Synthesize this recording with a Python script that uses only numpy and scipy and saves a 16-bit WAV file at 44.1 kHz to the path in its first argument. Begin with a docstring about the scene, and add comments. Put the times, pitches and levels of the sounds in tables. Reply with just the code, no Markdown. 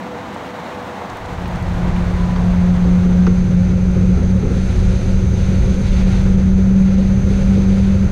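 """A tram whines through the roar of a cobbled street while a car drones away and sharp ticks sound.
The street then fades into a moving tram: shaped noise makes the floor rumble, the wheels hiss and rub on
the rails and the electrics sing high above, with thin sine tones in their hiss. The drive hums as a sine
of rising pitch that booms at cabin resonances. Deep noise surges as the body heaves, a wheel squeals
briefly as the street fades, and bumps ring the body as decaying sines with cracks of noise."""
import sys
import numpy as np
from scipy import signal
from scipy.fft import rfft, irfft, next_fast_len
from scipy.io import wavfile
from scipy.ndimage import uniform_filter1d, minimum_filter1d

SR = 44100
rng = np.random.default_rng(int(sys.argv[2]) if len(sys.argv) > 2 else 0)


def transcribe(u):
    """Save the signal u as a 16-bit wav file named by the first command-line argument.

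    u: samples, shape (n,) or (channels, n), limited to [-1, 1]; the rate is SR.
    q: integer samples, one column per channel.
    """
    v = np.clip(np.atleast_2d(u).T, -1, 1)
    q = np.round(v * 32767).astype(np.int16)
    wavfile.write(sys.argv[1], SR, q)


N = 357651
T = np.arange(N) / SR  # time [s]

# Spectrum of the street roar: (frequency [Hz], relative density [dB per Hz])
STREET_SPECTRUM = [(45, -24.5), (73, -5.5), (120, -5), (150, -7.5), (190, 0), (290, -3.5), (420, -9),
                   (570, -6), (660, -3), (900, -3.5), (1350, -11), (2100, -15), (2600, -21), (4000, -24.5),
                   (4900, -32.5), (6300, -32), (10500, -45), (15500, -46.5)]
# Spectrum of the car's drone: (frequency [Hz], relative density [dB per Hz])
CAR_SPECTRUM = [(35, -31), (55, -14), (72, 1), (115, -16), (170, 1.5), (290, -3), (400, -12)]
# Ticks and clacks in the street, before its fade:
# (time [s], peak level [dB], nominal band frequency [Hz], burst decay time T60 [s])
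STREET_TICKS = [(0.344, -36, 7000, .012), (.362, -16.5, 840, 0.036), (1.017, -18.5, 734, .07),
                (1.099, -31, 5500, .018), (1.170, -36, 9000, .012), (1.258, -33, 5500, .018),
                (1.329, -39, 9000, .012), (1.424, -39, 7500, .008), (1.457, -25, 2150, 0.033),
                (1.479, -38, 12000, .012), (1.558, -30.5, 5950, 0.013), (1.626, -35, 10000, .012),
                (1.962, -22, 1980, .035)]
# Spectrum of the floor rumble: (frequency [Hz], relative density [dB per Hz])
FLOOR_SPECTRUM = [(12, -7.5), (28, -1.5), (45, -2.5), (60, -0.5), (76, -2), (97, 0.5), (112, -5.5),
                  (140, -7.5), (175, -10), (215, -12.5), (260, -26.5), (330, -41), (600, -65)]
# Resonances of the wall panels: (frequency [Hz], half width at half amplitude [Hz], relative level [dB])
PANEL_RESONANCES = [(216, 10, -3.5), (279, 23, -4.5), (368, 38, -0.5), (438, 33, -6), (494, 31, -5.5),
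                    (531, 31, -2.5)]
# Roughness of the track, before the floor and panel gains: (time [s], level [dB])
TRACK_ROUGHNESS = [(1.8, -20), (2.85, -18.5), (4.2, -14.5), (4.55, -16), (5.25, -15.5), (6.1, -15),
                   (6.8, -16.5), (7.3, -15), (8.1, -15.5)]
# Spectrum of the rolling wheels: (frequency [Hz], relative density [dB per Hz])
ROLL_SPECTRUM = [(300, -18), (550, -1), (800, -2.5), (1130, -9), (1400, -3.5), (1700, -10.5), (2200, -11),
                 (3100, -22.5), (6000, -40)]
# Spectrum of the flange rub: (frequency [Hz], relative density [dB per Hz])
RUB_SPECTRUM = [(900, -14), (1500, 1), (2400, 5), (3100, -0.5), (3900, 2), (4650, -1.5), (5200, -8.5),
                (7500, -17), (11000, -41.5)]
# Spectrum of the fine wheel hiss: (frequency [Hz], relative density [dB per Hz])
HISS_SPECTRUM = [(3500, -0.5), (5500, 5), (7100, 2.5), (7900, -2), (8600, -1), (9600, -6), (10500, -4.5),
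                 (11700, -17.5), (13300, -17.5), (15000, -36.5)]
# Swells of flange contact, added in power to the steady levels:
# (start time [s], time to release [s], rub level [dB], hiss level [dB])
FLANGE_RUBS = [(4.48, 0.63, -44, -51.5), (5.303, 0.44, -43, -53.5), (5.787, 0.38, -39, -50.5),
               (6.8, .25, -45, -66), (7.226, 0.19, -42.5, -52), (7.47, 0.41, -43, -53.5)]
# Spectrum of the electrics' hiss: (frequency [Hz], relative density [dB per Hz])
SING_SPECTRUM = [(4500, -45.5), (5750, -19), (5970, -4), (6200, -5), (6500, -4.5), (6680, -15.5),
                 (6900, -17), (7100, -15.5), (7700, -36), (8500, -17.5), (9500, -29)]
# Thin tones of the electrics: (frequency [Hz], mean level relative to the hiss [dB])
SING_TONES = [(6054, -18.5), (6093, -19.5), (6169, -20), (6191, -8), (6346, -14), (6578, -21.5),
              (7082, -26.5), (8326, -30.5)]
# Singing of the electrics: (time [s], hiss level [dB])
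SING_LEVELS = [(1.9, -59), (3.1, -51.5), (3.9, -51), (6.05, -46.5), (6.45, -50), (7.35, -48.5), (8.1, -51)]
# The drive gathers speed: (time [s], mean pitch [Hz])
DRIVE_PITCH = [(1.3, 175.6), (3.2, 179.7), (5.2, 186), (8.1, 194.4)]
# Cabin resonances that the drive tone climbs through:
# (frequency [Hz], half width at half amplitude [Hz], level [dB])
CABIN_RESONANCES = [(179.67, 1.85, -11.5), (182.7, 1, -16.5), (190.37, 1.48, -10.5), (193.2, 0.79, -13.5)]
# Spectrum of the heaving body: (frequency [Hz], relative density [dB per Hz])
HEAVE_SPECTRUM = [(22, -6), (38, 2), (65, -2.5), (85, -19)]
# The body heaves over dips in the track: (start time [s], time to release [s], level [dB])
BODY_HEAVES = [(1.548, 1.3, -23.5), (4.715, 0.5, -17), (5.5, 1.05, -18.5), (7.17, 0.26, -17.5)]
# Bumps of the body: (time [s], peak level [dB], crack level relative to the thud [dB])
BODY_BUMPS = [(2.361, -20, 2), (3.05, -17, -12), (3.267, -12.5, -1), (3.688, -22, -16), (4.172, -15.5, -18),
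              (4.425, -14.5, -12), (4.501, -18.5, -14), (5.689, -20, -20), (6.07, -23, -12),
              (7.301, -18, -15), (7.569, -16.5, -20)]
# Modes rung by a bump, before detuning and onset: (frequency [Hz], relative level [dB], decay time T60 [s])
BODY_MODES = [(249, -3.5, 0.66), (339.6, 0.5, .17), (434.4, 3.5, 0.12), (545, -8.5, 0.13),
              (792, -10.5, .06), (1210, -18.5, .044)]
# Spectrum of the cracks in the fittings: (frequency [Hz], relative density [dB per Hz])
CRACK_SPECTRUM = [(330, 3.5), (850, 2), (1250, 5), (2600, -9.5), (5500, -18.5), (8000, -38)]

# The street fades out while the inside fades in
STREET_DB, STREET_FADE_S, STREET_GONE_S, STREET_FADE_POWER = -29, 1.23, 3.42, 0.39
INSIDE_START_S, INSIDE_FADE_S = 1.05, 0.82
# The tram's whine sags in pitch and dies away as it leaves
WHINE_HZ, WHINE_SAG_HZ_PER_S, WHINE_DB, WHINE_HOLD_S, WHINE_T60_S = 500, 12, -37, 1.4, 3.5
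CAR_DB, CAR_HOLD_S, CAR_T60_S = -36, 0.32, 1.7
# Steady levels of the wheels, then the shape of the flange swells
ROLL_DB, RUB_DB, HISS_DB = -37.5, -45.5, -54
RUB_ATTACK_S, RUB_T60_S = 0.081, 0.95
DRIVE_ON_S, DRIVE_ATTACK_S = 1.2, 0.13
HUM_DB = -26  # drive tone between resonances
# A second motor runs slightly faster; its beat comes and goes
BEAT_HZ, BEAT_CREST_S, BEAT_DB = 3.44, 4.31, -24
BEAT_START_S, BEAT_LENGTH_S, BEAT_ATTACK_S, BEAT_T60_S = 3.63, 2, 1, 2.5
SQUEAL_S, SQUEAL_LENGTH_S, SQUEAL_HZ, SQUEAL_DB = 2.16, 0.23, 997, -32.5
TOP_HZ = 15700  # edge of the final low-pass


def undb(db):
    """Logarithmic level: decibels to amplitude gain."""
    return 10 ** (np.asarray(db) / 20)


def unit(x):
    """Normalization of mean power: scale to rms 1."""
    return x / np.sqrt(np.mean(x ** 2))


def curves(table):
    """Linear interpolation: each column of a table, joined by straight lines in time."""
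    times, *columns = np.transpose(table)
    return [np.interp(T, times, column) for column in columns]


def walk(knots_per_s):
    """Slow random modulation: joined random knots, smoothed, with spread near 1."""
    knots = rng.standard_normal(2048)
    wander = np.interp(T * knots_per_s, np.arange(len(knots)), knots)
    return 1.3 * uniform_filter1d(wander, max(int(SR / knots_per_s / 2), 1))


def noise(gain_at):
    """Spectral shaping: noise of rms 1 filtered by a function of frequency."""
    size = next_fast_len(N)
    f = np.maximum(np.fft.rfftfreq(size, 1 / SR), 1)
    spectrum = rfft(rng.standard_normal(size)) * gain_at(f)
    return unit(irfft(spectrum, size)[:N])


def coloured(points):
    """Spectral density: noise through points on a log frequency axis, falling away beyond the ends."""
    hz, db = np.transpose(points)

    def gain_at(f):
        inside = undb(np.interp(np.log(f), np.log(hz), db))
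        return inside * np.minimum(f / hz[0], 1) ** 2 * np.minimum(hz[-1] / f, 1) ** 2

    return noise(gain_at)


def band(x, low_hz, high_hz):
    """Band-pass filtering with fairly steep skirts."""
    edges = [low_hz, min(high_hz, SR / 2 - 1000)]
    return signal.sosfilt(signal.butter(3, edges, 'band', fs=SR, output='sos'), x)


def decay(t, t60):
    """Exponential damping: amplitude loses 60 dB in t60 seconds."""
    return np.exp(-np.log(1000) * t / t60)


def ramp(start_s, length_s):
    """Linear growth of amplitude from 0 to 1."""
    return np.clip((T - start_s) / max(length_s, 1 / SR), 0, 1)


def swell(start_s, length_s, attack_s, t60):
    """Driven then free response: linear attack, hold, exponential release."""
    return ramp(start_s, attack_s) * decay(np.maximum(T - start_s - length_s, 0), t60)


def tone(hz):
    """Frequency modulation: a sine whose phase accumulates a pitch curve."""
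    return np.sin(2 * np.pi * np.cumsum(hz) / SR)


def add(out, s, sound, db):
    """Superposition: place a sound at a time with a given peak level."""
    i = int(s * SR)
    out[i:i + len(sound)] += (undb(db) * sound / np.abs(sound).max())[:N - i]


def street_roar(patter_db=0.62):
    """Broadband contact noise: wheels and tyres roar unevenly on the cobbles."""
    return coloured(STREET_SPECTRUM) * undb(STREET_DB + patter_db * walk(60))


def tram_whine(waver_db=3.0, blur=0.014):
    """Frequency and amplitude modulation: a sagging sine, blurred in pitch, wavers and dies away."""
    pitch = (WHINE_HZ - WHINE_SAG_HZ_PER_S * T) * (1 + blur * walk(60))
    whine = tone(pitch) * undb(WHINE_DB + waver_db * walk(22))
    return whine * decay(np.maximum(T - WHINE_HOLD_S, 0), WHINE_T60_S)


def car():
    """Attenuation with distance, as exponential decay: the low drone of a car drawing away."""
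    return coloured(CAR_SPECTRUM) * undb(CAR_DB) * decay(np.maximum(T - CAR_HOLD_S, 0), CAR_T60_S)


def ticks():
    """Impulsive excitation: hard contacts on track and cobbles as decaying, band-passed noise bursts."""
    out, t = np.zeros(N), np.arange(SR // 10) / SR
    for s, db, hz, t60 in STREET_TICKS:
        burst = rng.standard_normal(len(t)) * decay(t, t60)
        add(out, s, band(burst, hz * 0.5, hz * 1.45), db)
    return out


def body(rumble_db=1, panel_db=-15.0, shake_db=1.5):
    """Forced vibration: rough track shakes the floor and drums the wall panels at their resonances."""
    track_db, = curves(TRACK_ROUGHNESS)
    floor = coloured(FLOOR_SPECTRUM)
    # the suspension evens out the shaking from moment to moment
    floor = floor / np.sqrt(uniform_filter1d(floor ** 2, SR // 10))
    panels = 0
    for hz, width, db in PANEL_RESONANCES:
        panels = panels + undb(db) * noise(lambda f: 1 / (1 + ((f - hz) / width) ** 2))
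    panels = unit(panels) * undb(panel_db + shake_db * walk(28))
    return undb(track_db) * (floor * undb(rumble_db) + panels)


def wheels(roll_swell_db=-2, chatter_db=0.73, scrape_db=0.5):
    """Friction noise: steel rolls on steel; flanges rub in swells, with a fine hiss where they bite."""
    rub_power = hiss_power = 0
    for s, length, rub_db, hiss_db in FLANGE_RUBS:
        contact = swell(s, length, RUB_ATTACK_S, RUB_T60_S)
        rub_power = rub_power + (undb(rub_db) * contact) ** 2
        hiss_power = hiss_power + (undb(hiss_db) * contact) ** 2
    # independent noises add in power
    roll_gain = np.sqrt(undb(ROLL_DB) ** 2 + undb(roll_swell_db) ** 2 * rub_power)
    roll = coloured(ROLL_SPECTRUM) * roll_gain
    rub = coloured(RUB_SPECTRUM) * np.sqrt(undb(RUB_DB) ** 2 + rub_power)
    hiss = coloured(HISS_SPECTRUM) * np.sqrt(undb(HISS_DB) ** 2 + hiss_power)
    return roll * undb(chatter_db * walk(45)) + (rub + hiss) * undb(scrape_db * walk(60))


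def electrics(waver_db=2.0, wander_rad=0.34):
    """Line spectrum on narrow-band noise: a high hiss holds thin tones of wavering level and phase."""
    level_db, = curves(SING_LEVELS)
    tones = 0
    for hz, tone_db in SING_TONES:
        gain = undb(tone_db + waver_db * walk(13))
        tones = tones + gain * np.sin(2 * np.pi * hz * T + wander_rad * walk(10))
    # root 2 gives each sine rms 1 before its gain
    return (coloured(SING_SPECTRUM) + np.sqrt(2) * tones) * undb(level_db)


def cabin_gain(hz):
    """Resonance: the cabin amplifies the drive tone near each of its own frequencies."""
    power = sum(undb(db) ** 2 / (1 + ((hz - centre) / width) ** 2) ** 2
                for centre, width, db in CABIN_RESONANCES)
    return np.sqrt(power + undb(HUM_DB) ** 2)


def drive(waver_db=0.5, flutter_db=-30, second_db=-40, third_db=-47, overtone_waver_db=2):
    """Resonance and beats: a rising tone booms, throbs against a second motor and has weak overtones."""
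    hz, = curves(DRIVE_PITCH)
    phase = 2 * np.pi * np.cumsum(hz * (1 + 0.003 * walk(18))) / SR
    motor_gain = cabin_gain(hz) * undb(waver_db * walk(12)) + undb(flutter_db) * walk(24)
    motor = motor_gain * np.sin(phase)
    # the two motors are in phase at the crest
    other_motor = undb(BEAT_DB) * np.sin(phase + 2 * np.pi * BEAT_HZ * (T - BEAT_CREST_S))
    other_motor = other_motor * swell(BEAT_START_S, BEAT_LENGTH_S, BEAT_ATTACK_S, BEAT_T60_S)
    overtones = sum(undb(db + overtone_waver_db * walk(17)) * np.sin(k * phase)
                    for k, db in enumerate((second_db, third_db), 2))
    return np.sqrt(2) * (motor + other_motor + overtones) * ramp(DRIVE_ON_S, DRIVE_ATTACK_S)


def heaves(attack_s=0.093, t60=1.2):
    """Low-frequency oscillation: deep noise surges as the body rocks on its springs."""
    surges = sum(undb(db) * swell(s, length, attack_s, t60) for s, length, db in BODY_HEAVES)
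    return coloured(HEAVE_SPECTRUM) * surges


def squeal(blur=0.003, waver_db=-2.0, attack_s=0.027, t60=0.25):
    """Frictional self-oscillation, as a wavering sine: a wheel squeals briefly on the rail."""
    pitch = SQUEAL_HZ * (1 + blur * walk(60))
    level = undb(SQUEAL_DB + waver_db * walk(31))
    return tone(pitch) * level * swell(SQUEAL_S, SQUEAL_LENGTH_S, attack_s, t60)


def bumps(crack_t60=0.044):
    """Modal excitation: each jolt cracks in the fittings and rings the body's low modes."""
    out, t = np.zeros(N), np.arange(SR // 3) / SR
    rattle = coloured(CRACK_SPECTRUM)
    for s, db, crack_db in BODY_BUMPS:
        detune = 1 + 0.033 * rng.standard_normal(len(BODY_MODES))
        thud = sum(undb(mode_db) * decay(t, t60) * np.sin(2 * np.pi * hz * d * t)
                   for (hz, mode_db, t60), d in zip(BODY_MODES, detune))
        # the heavy body takes a few milliseconds to get moving
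        thud = thud * (1 - decay(t, 0.04))
        crack = rattle[int(s * SR):][:len(t)] * decay(t, crack_t60) * (1 - decay(t, 0.0017))
        jolt = thud / np.abs(thud).max() + undb(crack_db) * crack / np.abs(crack).max()
        add(out, s, jolt, db)
    return out


def scene():
    """Superposition under two fades: the street gives way to the ride."""
    outside = (1 - ramp(STREET_FADE_S, STREET_GONE_S - STREET_FADE_S)) ** STREET_FADE_POWER
    inside = ramp(INSIDE_START_S, INSIDE_FADE_S)
    street = street_roar() + tram_whine() + car() + ticks() + squeal()
    ride = body() + wheels() + electrics() + drive() + heaves() + bumps()
    return (outside * street + inside * ride)[None]


def record(dry, ceiling_db=-3.5):
    """Dynamic limiting and low-pass filtering: look-ahead gain holds the peaks down; the top is cut."""
    hold = SR // 50  # samples in 20 ms
    gain = np.minimum(1, undb(ceiling_db) / (np.abs(dry) + 1e-9))
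    gain = uniform_filter1d(minimum_filter1d(gain, hold), hold)
    low_pass = signal.ellip(10, 0.2, 80, TOP_HZ, fs=SR, output="sos")
    return signal.sosfilt(low_pass, dry * gain)


dry = scene()
out = record(dry)
transcribe(out)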